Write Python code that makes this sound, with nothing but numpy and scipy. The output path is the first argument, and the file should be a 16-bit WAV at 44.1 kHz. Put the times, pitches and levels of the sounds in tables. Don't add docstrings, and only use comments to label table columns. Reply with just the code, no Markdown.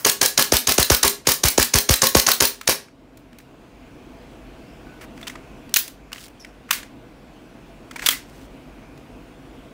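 import sys
import numpy as np
from scipy import signal
from scipy.fft import rfft, irfft, next_fast_len
from scipy.io import wavfile
from scipy.ndimage import uniform_filter1d

SR = 44100
rng = np.random.default_rng(int(sys.argv[2]) if len(sys.argv) > 2 else 0)


def output_pcm(signal):
    pcm = np.clip(np.atleast_2d(signal).T, -1, 1) * 32767
    wavfile.write(sys.argv[1], SR, np.round(pcm).astype(np.int16))


def magnitude_from_level(level_db):
    exponent = np.asarray(level_db, float) / 20
    return 10 ** exponent


N = 429087

# (time [s], strength [dB])
DRAUGHT = [(0, 2), (2.9, -2), (3.6, -1.5), (4.1, 1), (4.8, 1.5), (5.6, 1), (6.6, -1.5), (7.5, -.5),
           (8.4, .5), (9.1, 0), (9.73, 0)]
# (frequency [Hz], density [dB per Hz])
RUMBLE = [(13, -42), (22, -4.5), (32, -3.5), (49, 7), (74, -10), (143, -3.5), (180, -8.5), (261, -0.5),
          (436, -12), (484, -8), (568, -14.5), (666, -9.5), (767, -17.5), (1090, -18.5), (1500, -25),
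          (1950, -48.5), (3300, -120)]
# (frequency [Hz], density [dB per Hz])
HISS = [(470, -30), (800, -3.5), (1110, -18.5), (1510, -4.5), (1800, -8), (2490, -5.5), (3860, -14.5),
        (4830, -16.5), (5330, -18), (15800, -30)]
# (frequency [Hz], t60 [s])
SHOP = [(150, 0.51), (1000, 0.29), (5500, 0.27), (10000, 0.22), (15500, 0.17)]
# (frequency [Hz], level sent back [dB])
WALLS = [(300, -5), (1500, 2), (5000, 1.5), (10000, 4), (15400, 6.5)]
# (time [s], length [s], start [Hz], end [Hz], level [dB])
SQUEAKS = [
    (4.865, .12, 1492, 1490, -52),
    (6.397, .05, 6300, 5400, -46),
    (6.45, .07, 6400, 5500, -65),
]
# (time [s], length [s], start level [dB], end level [dB], dullness [dB])
SCRAPES = [
    (1.249, 0.017, -43, -41.5, 7),
    (5.01, 0.047, -39, -46.5, 9.5),
    (5.155, 0.15, -56, -56, 0),
    (6.135, .14, -50, -42, -5),
    (6.682, 0.024, -53, -43, 11),
    (7.972, .093, -58, -29.5, 0),
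    (8.25, 0.22, -57.5, -54.5, 1.5),
]
# (time [s], level [dB], dullness [dB], length [s])
CLICKS = [(2.611, -33, 3.5, 0.0048), (2.655, -50, -3.5, 0.005), (2.883, -49.5, 12.5, .0031),
          (3.171, -50.5, 0.5, 0.0057), (3.328, -51, 7, .0033), (3.385, -44.5, 0.5, .005),
          (3.4, -52, 12, .0055), (5.175, -44, 11, 0.0042), (5.212, -42.5, 5, 0.0028),
          (5.228, -40.5, 13, .004), (5.268, -35.5, 5, .012), (5.279, -30.5, 3.5, 0.0037),
          (5.298, -36.5, 8, .0025), (5.354, -38.5, 15.5, .0056), (5.692, -47.5, 3.5, .004),
          (5.72, -54, 5, .0053), (5.877, -34.5, -2, .0051), (6.118, -38.5, 9.5, 0.0038),
          (6.128, -30.5, 5, 0.0044), (6.159, -39, 12, .0032), (6.18, -43.5, 5, .0044),
          (6.28, -46.5, 1.5, .0044), (6.446, -39, 9.5, 0.0049), (6.69, -40, 15, .0034),
          (6.829, -38.5, 8, .0046), (7.91, -37, 8, .0058), (7.958, -33, 8, .0098),
          (7.992, -31, 10.5, 0.0051), (8.02, -32.5, 10, 0.013), (8.975, -51, 5, .0037)]
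# (time [s], level [dB], dullness [dB], length [s], echo [dB])
CLACKS = [
    (5.7403, -10, -7, .003, -16),
    (5.7606, -10, -10, .0018, -12),
    (5.7638, -14, 0, .004, -10),
    (5.7683, -14, -12, .0045, -6),
    (6.7068, -22, 4, .003, -9),
    (6.709, -12, 2, .0042, -7),
    (8.0612, -14, -3, .006, -13),
    (8.068, -17, 0, .006, -13),
    (8.0868, -10, -2, .0045, -8),
]
# (time [s], frequency [Hz], level
# [dB], t60 [s])
RINGS = [(2.612, 1300, -38, .1), (5.229, 3500, -29, .04), (5.275, 3100, -29, .03), (5.298, 1900, -31, .025),
         (5.741, 4400, -14, .02), (6.13, 2900, -29, .025), (6.18, 3000, -39, .04), (6.447, 2000, -37, .025),
         (5.354, 1200, -33, .03), (5.764, 2800, -13, .02), (5.7685, 15300, -12, .022),
         (5.786, 15300, -25, .14), (5.785, 9490, -29, .1), (6.709, 1050, -19, .03), (6.709, 1650, -18, .03),
         (6.725, 13800, -28, .04), (7.96, 930, -31, .04), (8.027, 900, -31, .04), (8.04, 750, -36, .05),
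         (8.062, 3450, -10, .04), (8.088, 3300, -12, .035), (8.105, 3300, -24, .1), (8.088, 2000, -17, .03),
         (8.125, 2050, -27, .16), (8.152, 3800, -36, .04)]
# (pop time [s], pop level [dB], buffet level [dB])
POPS = [(0.0615, -11.5, -42), (0.2235, -11, -43.5), (0.386, -12, -35.5), (0.525, -0.5, -17),
        (0.6847, -21.5, -26.5), (0.786, -1, -17.5), (0.9054, 0, -11.5), (1.0421, -12.5, -23),
        (1.2732, -6.5, -27), (1.44, -12, -14), (1.5835, 2, -17.5), (1.743, -15, -13.5), (1.8959, -6, -9.5),
        (2.0362, -16.5, -49.5), (2.1531, 4, -13.5), (2.2821, -18.5, -44), (2.4194, -12.5, -25),
        (2.6893, -8, -32.5)]
# (time [s], time until the slide slams shut [s])
SHOTS = [(0.0512, .0453), (0.2165, .0428), (0.3794, .0439), (0.5236, .0441), (0.6742, .0464),
         (0.7833, .0444), (0.903, .0442), (1.0336, .0446), (1.2735, .045), (1.4387, .0451), (1.5813, .0459),
         (1.7404, .0452), (1.8936, .0451), (2.0215, .0475), (2.152, .0458), (2.2688, .0475), (2.4068, .046),
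         (2.6778, .0462)]
# (frequency [Hz], density [dB per Hz])
CRACK = [(180, -49), (300, -7.5), (759, -14), (1230, -7.5), (1660, -8), (3380, -7.5), (4260, -3.5),
         (6040, -2), (6450, 1.5), (7740, -10.5), (8550, -10), (9290, -7.5), (15800, -23.5)]
# (frequency [Hz], density [dB per Hz])
STOP = [(180, -21.5), (300, -3.5), (1020, -2.5), (1400, 0.5), (2680, -8), (3670, -9.5), (5840, -5),
        (7250, -8), (9610, -6), (15800, -4.5)]
# (frequency [Hz], density [dB per Hz])
SLAM = [(600, -24), (1800, -8), (3100, -4.5), (4100, 0.5), (5000, -2.5), (8500, -4), (11500, -6),
        (14000, -3.5), (15900, -4.5)]
# (frequency [Hz], density [dB per Hz])
VENT = [(71, -39), (120, -6.5), (471, -0.5), (1130, -3), (1340, -4.5), (3080, -1), (3350, -4.5),
        (5350, 1.5), (6700, -7), (10900, -7), (15800, -15)]
# (frequency [Hz], level [dB], t60 [s])
BOX = [(155, -4, .08), (245.8, -3, 0.27), (407, -3.5, 0.33), (534, 0.5, 0.19), (918, 1, 0.11),
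       (1090, 4, 0.11), (1580, -7.5, .05), (1683, -1.5, 0.25)]
# (frequency [Hz], level [dB], t60 [s])
SLIDE = [(1022, -19, .09), (1520, -5.5, 0.094), (4130, 10.5, 0.075), (5640, 3, 0.055), (6450, -1.5, 0.12),
         (8800, 5.5, .09), (9800, -5, .1), (15350, -9, .1)]
CLACK_DUCK_S = [5.74, 6.707, 8.06]
CLACK_DUCK_DB = [5.5, 1.5, 1]

RUMBLE_DB, HISS_DB = -42.5, -53
HISS_FOLLOWS = 0.98
WALL_GAP_S = .0155
EARLIER_S, EARLIER_DB, EARLIER_T60_S = -.11, -36.5, .3
SHOT_DUCK_DB, RECOVER_S = 11.5, 0.5
ROUGH_PER_GLIDE = 5.2
SCRAPE_GRAIN_DB = 3
CLICK_ECHO_DB = -12
CLICK_HIGH_DB, CLICK_HIGH_PER_DULL = -3, 1.1
CLACK_HIGH_DB, CLACK_HIGH_PER_DULL = -3, 0.18
HARD_RISE_S, SOFT_RISE_S = .0003, .0015
CRACK_DB, STOP_DB, SLAM_DB = -3.5, -8.5, -4.5
SCATTER_DB = 0.9
BOX_BLUR, SLIDE_BLUR = .04, .2
RETURN_S = .029
LOCK_S, LOCK_DB = 0.048, -26.5
TOP_HZ = 15750


def unit(x):
    return x / np.sqrt(np.mean(x ** 2) + 1e-20)


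def along(points, hz):
    f, v = np.transpose(points)
    return np.interp(np.log(hz + 1), np.log(f + 1), v)


def noise(size, spectrum, spiky_db=0., clump=8):
    m = next_fast_len(size + 512)
    unevenness = np.repeat(rng.standard_normal(m), round(clump))[:m]
    hail = rng.standard_normal(m) * magnitude_from_level(spiky_db * unevenness)
    colour = magnitude_from_level(along(spectrum, np.fft.rfftfreq(m, 1 / SR)))
    return unit(irfft(rfft(hail) * colour, m)[:size])


def add(track, s, sound):
    part = track[max(round(s * SR), 0):][:len(sound)]
    part += sound[:len(part)]


def burst(spectrum, rise, hold, t60, spiky_db):
    t = np.arange(SR // 8) / SR
    swell = np.minimum(t / abs(rise), 1) ** 2
    decay = magnitude_from_level(-60 * np.maximum(t - abs(rise) - abs(hold), 0) / abs(t60))
    shape = swell * decay
    sound = shape * noise(len(t), spectrum, spiky_db)
    return sound * np.linalg.norm(shape) / np.linalg.norm(sound)


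def pulse(spectrum, size=256):
    click = np.fft.fftshift(irfft(magnitude_from_level(along(spectrum, np.fft.rfftfreq(size, 1 / SR))), size))
    return click / np.linalg.norm(click)


def ring(modes, blur):
    t = np.arange(SR // 6) / SR
    out = np.zeros(len(t))
    for hz, db, t60 in modes:
        decay = magnitude_from_level(db + rng.normal(0, 2.7) - 60 * t / t60)
        drift = blur * np.cumsum(rng.standard_normal(len(t)))
        out += decay * np.sin(2 * np.pi * hz * t + drift)
    return out


def ventilation():
    t = np.arange(N) / SR
    draught_db = np.interp(t, *np.transpose(DRAUGHT))

    def slow(top_hz):
        return noise(N, [(.3, 0), (top_hz, -6), (4 * top_hz, -40), (100, -90)])

    hum = magnitude_from_level(-12 + 1.8 * slow(1.5)) * np.sin(2 * np.pi * 37.0 * t + 1.2 * slow(3))
    rumble = unit(magnitude_from_level(0.66 * slow(5.8)) * noise(N, RUMBLE)) + hum
    z = signal.stft(noise(N, HISS), nperseg=512)[2]
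    patches = uniform_filter1d(rng.standard_normal(z.shape), 5, 0)
    patches = uniform_filter1d(patches, 16, 1)
    hiss = unit(signal.istft(z * magnitude_from_level(1.5 * unit(patches)), nperseg=512)[1][:N])
    return magnitude_from_level(RUMBLE_DB + draught_db) * rumble + magnitude_from_level(HISS_DB - 2 + HISS_FOLLOWS * draught_db) * hiss


def ducking():
    blows = [(s, SHOT_DUCK_DB) for s in [EARLIER_S] + [shot[0] for shot in SHOTS]]
    blows += list(zip(CLACK_DUCK_S, CLACK_DUCK_DB))
    t = np.arange(N) / SR
    gain_db = np.zeros(N)
    for s, db in blows:
        gain_db = np.minimum(gain_db, -db * np.exp(-np.abs(t - s) / RECOVER_S) * (t > s))
    return uniform_filter1d(gain_db, size=SR // 50)


def earlier_shot():
    t = np.arange(N) / SR
    return magnitude_from_level(EARLIER_DB - 60 * t / EARLIER_T60_S) * noise(N, STOP)


def shop(x, slap=1.2, swell=.002):
    out, step = np.zeros(N), SR // 10
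    for i in range(0, N, step):
        hz, t, z = signal.stft(rng.standard_normal(SR // 3), SR, nperseg=256)
        decay_db = along(WALLS, hz)[:, None] - 60 * t / along(SHOP, hz)[:, None]
        tail = signal.istft(z * magnitude_from_level(decay_db), SR, nperseg=256)[1]
        t = np.arange(len(tail)) / SR
        tail = tail * np.minimum(t / swell, 1) * (1 + slap * np.exp(-t / .004))
        add(out, i / SR + WALL_GAP_S, signal.fftconvolve(x[i:i + step], tail / np.linalg.norm(tail)))
    return out


def squeaks():
    out = np.zeros(N)
    for s, length, start_hz, end_hz, db in SQUEAKS:
        rough = ROUGH_PER_GLIDE * (start_hz / end_hz - 1)
        octave_db = 29 * rough - 40
        u = np.arange(round(length * SR)) / (length * SR)
        pitch_hz = end_hz + (start_hz - end_hz) * np.exp(-9 * u)
        phase = 2 * np.pi * np.cumsum(pitch_hz) / SR
        phase = phase + 0.16 * rough * np.cumsum(rng.standard_normal(len(u)))
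        flutter = magnitude_from_level(3 * noise(len(u), [(20, 0), (150, 0), (400, -40)]))
        envelope = magnitude_from_level(db + 2 - 6 * u) * np.sin(np.pi * u) ** 0.17
        tone = np.sin(phase) + magnitude_from_level(octave_db) * np.sin(2 * phase)
        add(out, s, envelope * flutter * tone)
    return out


def tilted(low_db, high_db):
    return [(560, low_db - 36.0), (1000, low_db - .6), (2200, low_db + 3.5), (3500, 1.5),
            (8000, -2.2), (12000, high_db - .6), (15400, high_db - 1.0)]


def handling():
    near, far = np.zeros(N), np.zeros(N)
    soft = [(*row, CLICK_ECHO_DB, CLICK_HIGH_DB - CLICK_HIGH_PER_DULL * row[2]) for row in CLICKS]
    hard = [(*row, CLACK_HIGH_DB - CLACK_HIGH_PER_DULL * row[2]) for row in CLACKS]
    for s, db, low_db, length, echo_db, high_db in soft + hard:
        colour = tilted(low_db, high_db)
        rise = HARD_RISE_S if db > -25 else SOFT_RISE_S
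        contact = burst(colour, rise, .55 * length, 4 * length, spiky_db=3)
        chatter = burst(colour, 0.0025, 0.0046, 0.08, spiky_db=1.0)
        add(near, s, magnitude_from_level(db + 2.5) * contact)
        add(near, s, magnitude_from_level(db - 13.0) * chatter)
        add(far, s + length - .004, magnitude_from_level(db + echo_db) * np.sqrt(length * SR) * pulse(colour))
    for s, hz, db, t60 in RINGS:
        add(near, s, ring([(hz, db, t60)], blur=.12))
    for s, length, start_db, end_db, low_db in SCRAPES:
        u = np.linspace(0, 1, round(length * SR))
        edge = np.abs(np.sin(np.pi * u)) ** .3
        grains = noise(len(u), tilted(low_db, -7), spiky_db=SCRAPE_GRAIN_DB, clump=71)
        add(near, s, edge * magnitude_from_level(start_db + (end_db - start_db) * u) * grains)
    return near, far


def pops():
    out, t = np.zeros(N), np.arange(1, SR // 12) / SR
    for (s, pop_db, buffet_db), shot in zip(POPS, SHOTS):
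        u = t / .0024
        pop = u ** 4 * np.exp(3.6 * (1 - u)) * np.cos(8.3 * np.log(u) - .15)
        add(out, s - .0024, magnitude_from_level(pop_db - 4.0) * pop)
        u = t / 0.013
        turns = 52 * t + 1.2 * (1 - np.exp(-t / 0.0053)) + rng.normal(0.17, 0.97)
        buffet = u ** 1.4 * np.exp(-1.7 * u) * np.cos(2 * np.pi * turns)
        add(out, shot[0] + 0.006, magnitude_from_level(buffet_db + 15.5) * buffet)
    return out


def pistol():
    out = np.zeros(N)
    for (s, shut), chance in zip(SHOTS, rng.standard_normal((len(SHOTS), 3))):
        crack_db, stop_db, slam_db = np.array([CRACK_DB, STOP_DB, SLAM_DB]) + SCATTER_DB * chance
        back = shut - RETURN_S
        if s == SHOTS[-1][0]:
            shut, slam_db = LOCK_S, LOCK_DB
        hammer = burst(VENT, .006, .001, .01, spiky_db=3)
        crack = burst(CRACK, .0045, .0035, .012, spiky_db=4.5)
        pellet = burst(STOP, .0004, .0006, .012, spiky_db=3)
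        stop = burst(STOP, .001, .0015, .03, spiky_db=3.5)
        vent = burst(VENT, 0.0046, shut - .013, 0.07, spiky_db=3.5)
        slam = burst(SLAM, .0002, .0008, .02, spiky_db=3.5)
        add(out, s - .011, magnitude_from_level(crack_db - 31) * hammer)
        add(out, s - .0058, magnitude_from_level(crack_db - 5.5) * crack)
        add(out, s + 0.0066, magnitude_from_level(crack_db - 13.5) * pellet)
        add(out, s + 0.0096, magnitude_from_level(crack_db - 24.5) * ring(BOX, blur=BOX_BLUR))
        add(out, s + back - .0015, magnitude_from_level(stop_db - 2) * stop)
        add(out, s + 0.0049, magnitude_from_level(STOP_DB - 11.0) * vent)
        add(out, s + shut, magnitude_from_level(slam_db - 2.5) * slam)
        add(out, s + shut, magnitude_from_level(slam_db - 26.0) * ring(SLIDE, blur=SLIDE_BLUR))
    return out


def scene():
    gun, squeal = pistol(), squeaks()
    near, far = handling()
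    room = shop(magnitude_from_level(-6) * gun + magnitude_from_level(4.5) * far + magnitude_from_level(-17) * squeal) + earlier_shot()
    background = magnitude_from_level(ducking()) * ventilation()
    return (gun + near + pops() + squeal + room + background)[None]


def top_cut(x):
    return signal.sosfilt(signal.butter(12, 16830, fs=SR, output="sos"), x)


def record(dry):
    m = next_fast_len(N)
    hz = np.fft.rfftfreq(m, 1 / SR)
    bass_cut = (1j * hz / 36 / (1 + 1j * hz / 36)) ** 2
    port = 1 + .8 / (1 + ((hz - 15380) / 330) ** 2)
    x = irfft(rfft(dry, m) * bass_cut * port, m)
    x = x / (1 + np.abs(x / .98) ** 4) ** (1 / 4)
    skirt = magnitude_from_level(-31.0) + 1 / (1 + np.exp(np.minimum((hz - TOP_HZ) / 60, 50)))
    mix = np.clip(irfft(rfft(x) * skirt, m)[:, :N], -1, 1)
    return top_cut(mix)


dry = scene()
out = record(dry)
output_pcm(out)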